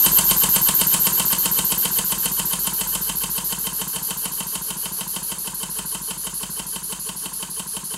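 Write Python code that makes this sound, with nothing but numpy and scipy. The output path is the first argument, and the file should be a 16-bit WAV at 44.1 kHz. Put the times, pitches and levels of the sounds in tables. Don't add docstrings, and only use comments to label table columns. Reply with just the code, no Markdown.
import sys
import numpy as np
from scipy import signal
from scipy.fft import rfft, irfft
from scipy.io import wavfile
from scipy.ndimage import uniform_filter1d

SR = 44100
rng = np.random.default_rng(int(sys.argv[2]) if len(sys.argv) > 2 else 0)


def inscribe(sig):
    pcm = np.round(np.clip(np.atleast_2d(sig).T, -1, 1) * 32767)
    wavfile.write(sys.argv[1], SR, pcm.astype(np.int16))


N = 351477

# (frequency [Hz], level [dB], t60 [s], swell time [s])
MODES = [(147.2, -6.5, 0.13, 0.0088), (180, 3, 0.075, 0.0073), (250, -11, 0.021, 0.0083),
         (285, -10, 0.036, 0.0016), (316, -7.5, 0.076, 0.0015), (351, -11, 0.11, 0.002),
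         (437.4, -10.5, 0.047, 0.0021), (477, -18.5, 0.073, 0.0016), (617, -9.5, 0.058, 0.0036),
         (700, -14.5, 0.057, 0.0043), (925, -1, 0.044, 0.011), (972.5, -3.5, 0.07, 0.0022),
         (1061.7, -6.5, 0.046, 0.01), (1190, -29, 0.024, 0.00184), (1465, -9, 0.033, 0.0032),
         (1566, -11.5, 0.052, 0.0052), (1760, -15.5, 0.031, 0.00208), (2000, -17.5, 0.043, 0.0073),
         (2757, 3, 0.014, 0.00094), (2944, -1, 0.04, 0.0027), (3098, 2.5, 0.041, 0.004),
         (3520, -36, 0.033, 0.0012), (3800, -9, 0.028, 0.0026)]
# (time [s], speed [turns/s])
CRANK_SPEED = [(0, 8.0597), (0.5, 8.0008), (1.8, 7.5217), (2.9, 7.0793), (4, 6.8157), (5.4, 6.4105),
               (6.4, 6.1502), (8, 5.782)]
PUFF_REF_DB, SIZZLE_REF_DB = -30, -25


def gain_of(db):
    return 10 ** (np.asarray(db) / 20)


def unit_rms(x):
    return x / np.sqrt(np.mean(x ** 2) + 1e-20)


def at_hz(points, hz):
    f, value = np.transpose(points)
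    return np.interp(np.log(hz + 1), np.log(f), value)


def follow(rows, at):
    place, *columns = np.transpose(rows)
    return [np.interp(at, place, column) for column in columns]


def noise(colour, size=N):
    gain = gain_of(at_hz(colour, np.fft.rfftfreq(size, 1 / SR)))
    return unit_rms(irfft(rfft(rng.standard_normal(size)) * gain, size))


def strike(times_s, levels_db, sound):
    at, clicks = np.round(times_s * SR).astype(int), np.zeros(N)
    inside = (at >= 0) & (at < N)
    clicks[at[inside]] = gain_of(levels_db)[inside]
    return signal.oaconvolve(clicks, sound)[:N]


def crank(start_turns=0.498, puff_share=0.64, uneven_db=0.3):
    # (time [s], inlet sizzle [dB])
    supply = [(0, -15), (1, -17.5), (2.4, -22.5), (4, -26.5), (6, -29.5), (8, -31)]
    t = np.arange(-SR // 4, N + SR // 4) / SR
    turns = np.cumsum(follow(CRANK_SPEED, t)[0]) / SR
    turns = turns - np.interp(0, t, turns) + start_turns
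    turn = np.arange(np.ceil(turns[0]), turns[-1])
    exhaust_s = np.interp(turn, turns, t)
    sizzle_db = follow(supply, exhaust_s)[0]
    puff_db = -27 + puff_share * (sizzle_db - SIZZLE_REF_DB)
    puff_scatter, sizzle_scatter = uneven_db * rng.standard_normal((len(turn), 2)).T
    return np.transpose([exhaust_s, turn, puff_db + puff_scatter, sizzle_db + sizzle_scatter])


def room(x):
    # (frequency [Hz], t60 [s])
    decay = [(200, 0.05), (1000, .22), (4000, 0), (14000, 0.5)]
    # (frequency [Hz], level [dB])
    colour = [(100, -12), (400, -9), (1000, -10), (3000, -8), (7000, -3.5), (14000, -15.5)]
    taps = rng.choice([-1., 1.], SR // 3) * (rng.random(SR // 3) < 0.1)
    taps[:SR // 900] = 0
    hz, t, bands = signal.stft(taps, SR, nperseg=256)
    t60_s = at_hz(decay, hz)
    bands = bands * gain_of(-60 * t / t60_s[:, None])
    tail_norm = np.linalg.norm(signal.istft(bands, nperseg=256)[1])
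    equal_energy = np.sqrt(t60_s.mean() / t60_s)
    bands = bands * (gain_of(at_hz(colour, hz)) * equal_energy)[:, None]
    return signal.oaconvolve(x, signal.istft(bands, nperseg=256)[1] / tail_norm)[:N]


def bench():
    exhaust_s, _, puff_db, _ = crank().T
    t = np.arange(SR) / SR

    def mode(hz, t60_s, db, share):
        sound = np.sin(2 * np.pi * hz * t) * (1 - np.exp(-t * hz * 2)) * gain_of(-60 * t / t60_s)
        return strike(exhaust_s, db + share * (puff_db - PUFF_REF_DB), sound)

    sway = mode(hz=49.7, t60_s=1.0, db=-47, share=1.07)
    thud = mode(hz=54, t60_s=0.05, db=-41, share=1.6)
    return sway + thud


def bearings(angle, puff_db, rumble_db=-47, share=1.26, load_db=3, heaviest_turns=0.12):
    # (frequency [Hz], level [dB])
    colour = [(22, -15), (45, -6), (76, -0.5), (102, -21), (160, -3), (290, -3), (420, -8.5), (680, -11),
              (1080, -4), (1600, -8.5), (2200, -18.5), (3000, -4), (4200, -24), (12000, -47)]
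    swell_db = load_db * np.cos(2 * np.pi * (angle - heaviest_turns))
    return noise(colour) * gain_of(rumble_db + share * (puff_db - PUFF_REF_DB) + swell_db)


def cylinder_head(x):
    # (frequency [Hz], width [Hz], level [dB])
    waves = [(4310, 500, -1.5), (5180, 210, -8.5), (6130, 210, 2.5), (6900, 250, 3.5), (7595, 260, 4.5),
             (8320, 150, 6), (9110, 89, 10), (9900, 92, 9), (9920, 220, 12.5), (10140, 240, 8),
             (10900, 88, -2), (11170, 224, 9.5), (11800, 120, 1), (11960, 120, 9.5), (12730, 155, 9),
             (12970, 190, 7), (13840, 210, 6)]
    hz = np.fft.rfftfreq(N, 1 / SR)
    power = 1 + sum(gain_of(db) ** 2 / (1 + (2 * (hz - f) / width) ** 2) for f, width, db in waves)
    return unit_rms(irfft(rfft(x) * np.sqrt(power), N))


def leak(sizzle_db, leak_db=-18, share=0.79):
    # (frequency [Hz], level [dB])
    colour = [(110, -17), (600, -14), (1200, -11.5), (1950, -23), (2500, -35), (3600, -4.5), (4400, -3.5),
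              (5700, -6.5), (6200, 1), (7100, 1), (8600, -10.5), (11000, -7.5), (14500, -29), (15700, -25)]
    level_db = leak_db + share * uniform_filter1d(sizzle_db, size=20000)
    return cylinder_head(noise(colour)) * gain_of(level_db)


def ring(weights, push_s, t60_factor):
    hz, db, t60_s, swell_s = np.transpose(MODES)[:, :, None]
    t = np.arange(SR // 4) / SR
    swell = 1 - np.exp(-t ** 2 / (swell_s ** 2 + push_s ** 2))
    envelope = swell * gain_of(-60 * t / (t60_s * t60_factor))
    return weights @ (gain_of(db) * envelope / envelope.max(1, keepdims=True) * np.sin(2 * np.pi * hz * t))


def radiate(x, corner_hz=137):
    hz = np.fft.rfftfreq(N, 1 / SR)
    return irfft(rfft(x) / np.sqrt(1 + (corner_hz / (hz + 1)) ** 16), N)


def linkage(uneven_db=1.4, slack_s=0.00025):
    # (angle after exhaust [turns], level [dB], centre [Hz], width [octaves],
    # push time [s], t60 factor [1], share of puff [dB/dB])
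    knocks = [(.16, -15, 1090, 0.27, 0.0069, 1.06, 1.8), (.14, -4.5, 2500, 0.63, 0.0034, 0.42, 1.3),
              (0.34, -5.5, 1030, 0.27, 0.011, 0.47, 0.83), (0.39, 0.5, 217, 0.45, 0.0049, 0.3, 0.76),
              (0.39, -9, 1590, 0.36, 0.0016, 0.39, 1.2), (.51, -8.5, 170, 0.74, 0.0038, 0.64, 0.18),
              (.5, -17, 870, 0.33, .006, 0.88, 1.45), (0.721, -12.5, 203, 0.5, 0.013, 0.43, 0.42),
              (.78, -14, 1665, 0.058, .007, 0.59, 1.2), (.79, -9, 3020, 0.061, 0.015, 2.1, 1.45),
              (.8, -11, 454, 0.18, 0.028, 1.2, 0.19), (.86, -8, 1060, 0.11, 0.0061, 0.38, 0.87),
              (0.941, -13, 220, 1, 0.0065, 0.46, 0.7), (0.97, -15, 390, 0.22, 0.0046, .7, 1.79),
              (.49, -20, 375, .2, 0.0073, 1, 1.84)]
    exhaust_s, turn, puff_db, _ = crank().T
    mode_hz = np.array(MODES)[:, 0]
    out = np.zeros(N)
    for angle, db, centre_hz, octaves, push_s, t60_factor, share in knocks:
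        weights = np.exp(-0.5 * (np.log2(mode_hz / centre_hz) / octaves) ** 2)
        sound = ring(weights, push_s, t60_factor)
        late, hard = rng.standard_normal((len(turn), 2)).T
        times_s = np.interp(turn + angle, turn, exhaust_s) + slack_s * late
        level_db = PUFF_REF_DB + db + share * (puff_db - PUFF_REF_DB) + uneven_db * hard
        out += strike(times_s, level_db, sound / abs(sound).max())
    return out


def exhaust_puffs(ring_db=-1, rasp_db=-7, opening_s=0.0013, rasp_s=0.012, tail_db=-12, tail_s=0.02):
    # (frequency [Hz], level [dB])
    colour = [(200, -1), (400, -6), (560, -4), (740, -4), (1000, 0), (2250, -13.5), (3000, 5), (4000, -6),
              (6000, -3.5), (12000, -35)]
    exhaust_s, _, puff_db, _ = crank().T
    t = np.arange(SR // 8) / SR
    gush = np.exp(-(t / rasp_s) ** 4) + gain_of(tail_db) * np.exp(-t / tail_s)
    gush = gush * (1 - np.exp(-t / opening_s))
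    pulse = strike(exhaust_s, puff_db + ring_db, ring(np.ones(len(MODES)), push_s=0, t60_factor=0.88))
    rasp = strike(exhaust_s, puff_db + rasp_db, gush * noise(colour, len(t)))
    eddies = strike(exhaust_s, puff_db + rasp_db, gush) * noise(colour)
    return pulse + rasp + 0.3 * eddies


def exhaust_hiss(angle, sizzle_db, hiss_db=-1.03):
    # (angle [turns], level [dB])
    flow = [(0, 4.5), (.03, 2.5), (.075, -2), (.12, -11.5), (.2, -5), (.31, -7.5), (.37, -10), (.45, -33),
            (.93, -9.5), (.97, -8), (1, 2)]
    # (frequency [Hz], level [dB])
    colour = [(300, -24), (1500, -10.5), (2300, -8.5), (3500, -9), (4800, -3.5), (5700, -13.5),
              (7200, -6.5), (7800, -1), (9100, -1), (9900, -10), (11200, -6.5), (12200, -12), (14000, -10),
              (15700, -11.5)]
    return cylinder_head(noise(colour)) * gain_of(hiss_db + sizzle_db + follow(flow, angle)[0])


def inlet_valve(angle, time_s, opens_turns=0.39, open_for_turns=0.671, shut_db=-30, base_hz=12720):
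    lift_turns, close_turns, settle_turns = 0.08, 0.11, 0.11
    since = (angle - opens_turns) % 1
    shut = 1 - np.clip(np.minimum(since / lift_turns, (open_for_turns - since) / close_turns), 0, 1)
    sag = 1 - 0.32 * shut
    overshoot = 1 + 0.1 * np.exp(-since / settle_turns)
    speed_ratio = follow(CRANK_SPEED, time_s)[0] / follow(CRANK_SPEED, 0)[0]
    return shut_db * shut ** 2.24, base_hz * speed_ratio ** 0.53 * sag * overshoot


def inlet_jet(angle, sizzle_db, jet_db=-0.5, rush_db=-11, ref_width_hz=620, halving_db=14, flutter_db=0.86):
    # (frequency [Hz], level [dB])
    colour = [(1000, -33), (3600, -35), (4100, 3), (4550, 4), (5300, -2.5), (6000, -4.5), (8500, -28),
              (9700, -3), (13000, -8.5), (14500, -21)]
    hz, _, bands = signal.stft(rng.standard_normal(N), SR, nperseg=256, noverlap=192)
    at = np.linspace(0, N - 1, bands.shape[1]).astype(int)
    drift, flutter = (unit_rms(uniform_filter1d(rng.standard_normal(len(at)), size=6)) for _ in range(2))
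    flow_db, pitch_hz = inlet_valve(angle[at], at / SR)
    pitch_hz = pitch_hz * (1 + 0.0075 * drift)
    width_hz = ref_width_hz * 0.5 ** ((sizzle_db[at] - SIZZLE_REF_DB) / halving_db)
    peak = (1 + ((hz[:, None] - pitch_hz) / width_hz) ** 2) ** -0.715 / np.sqrt(width_hz)
    over_half_pitch = 2 * hz[:, None] / pitch_hz
    low_cut = over_half_pitch ** 4 / np.sqrt(1 + over_half_pitch ** 8)
    jet = cylinder_head(signal.istft(bands * peak * low_cut, nperseg=256, noverlap=192)[1][:N])
    rush = cylinder_head(noise(colour)) * gain_of(rush_db - 0.5 * (sizzle_db - sizzle_db.mean()))
    valve_db = np.interp(np.arange(N), at, flow_db + flutter_db * flutter)
    return (gain_of(jet_db) * jet + rush) * gain_of(sizzle_db + valve_db)


def scene():
    turn, puff_db, sizzle_db = follow(crank(), np.arange(N) / SR)
    angle = turn % 1
    steam = inlet_jet(angle, sizzle_db) + exhaust_hiss(angle, sizzle_db) + leak(sizzle_db)
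    engine = radiate(exhaust_puffs() + linkage()) + bearings(angle, puff_db) + steam
    return np.tile(engine + room(engine) + bench(), (2, 1))


def record(dry, ceiling=0.8, edge_hz=15780):
    rounded = dry / (1 + (dry / ceiling) ** 6) ** (1 / 6)
    low_pass = signal.firwin(511, edge_hz, window=("kaiser", 9), fs=SR)
    return signal.oaconvolve(rounded, low_pass[None], "same")


dry = scene()
out = record(dry)
inscribe(out)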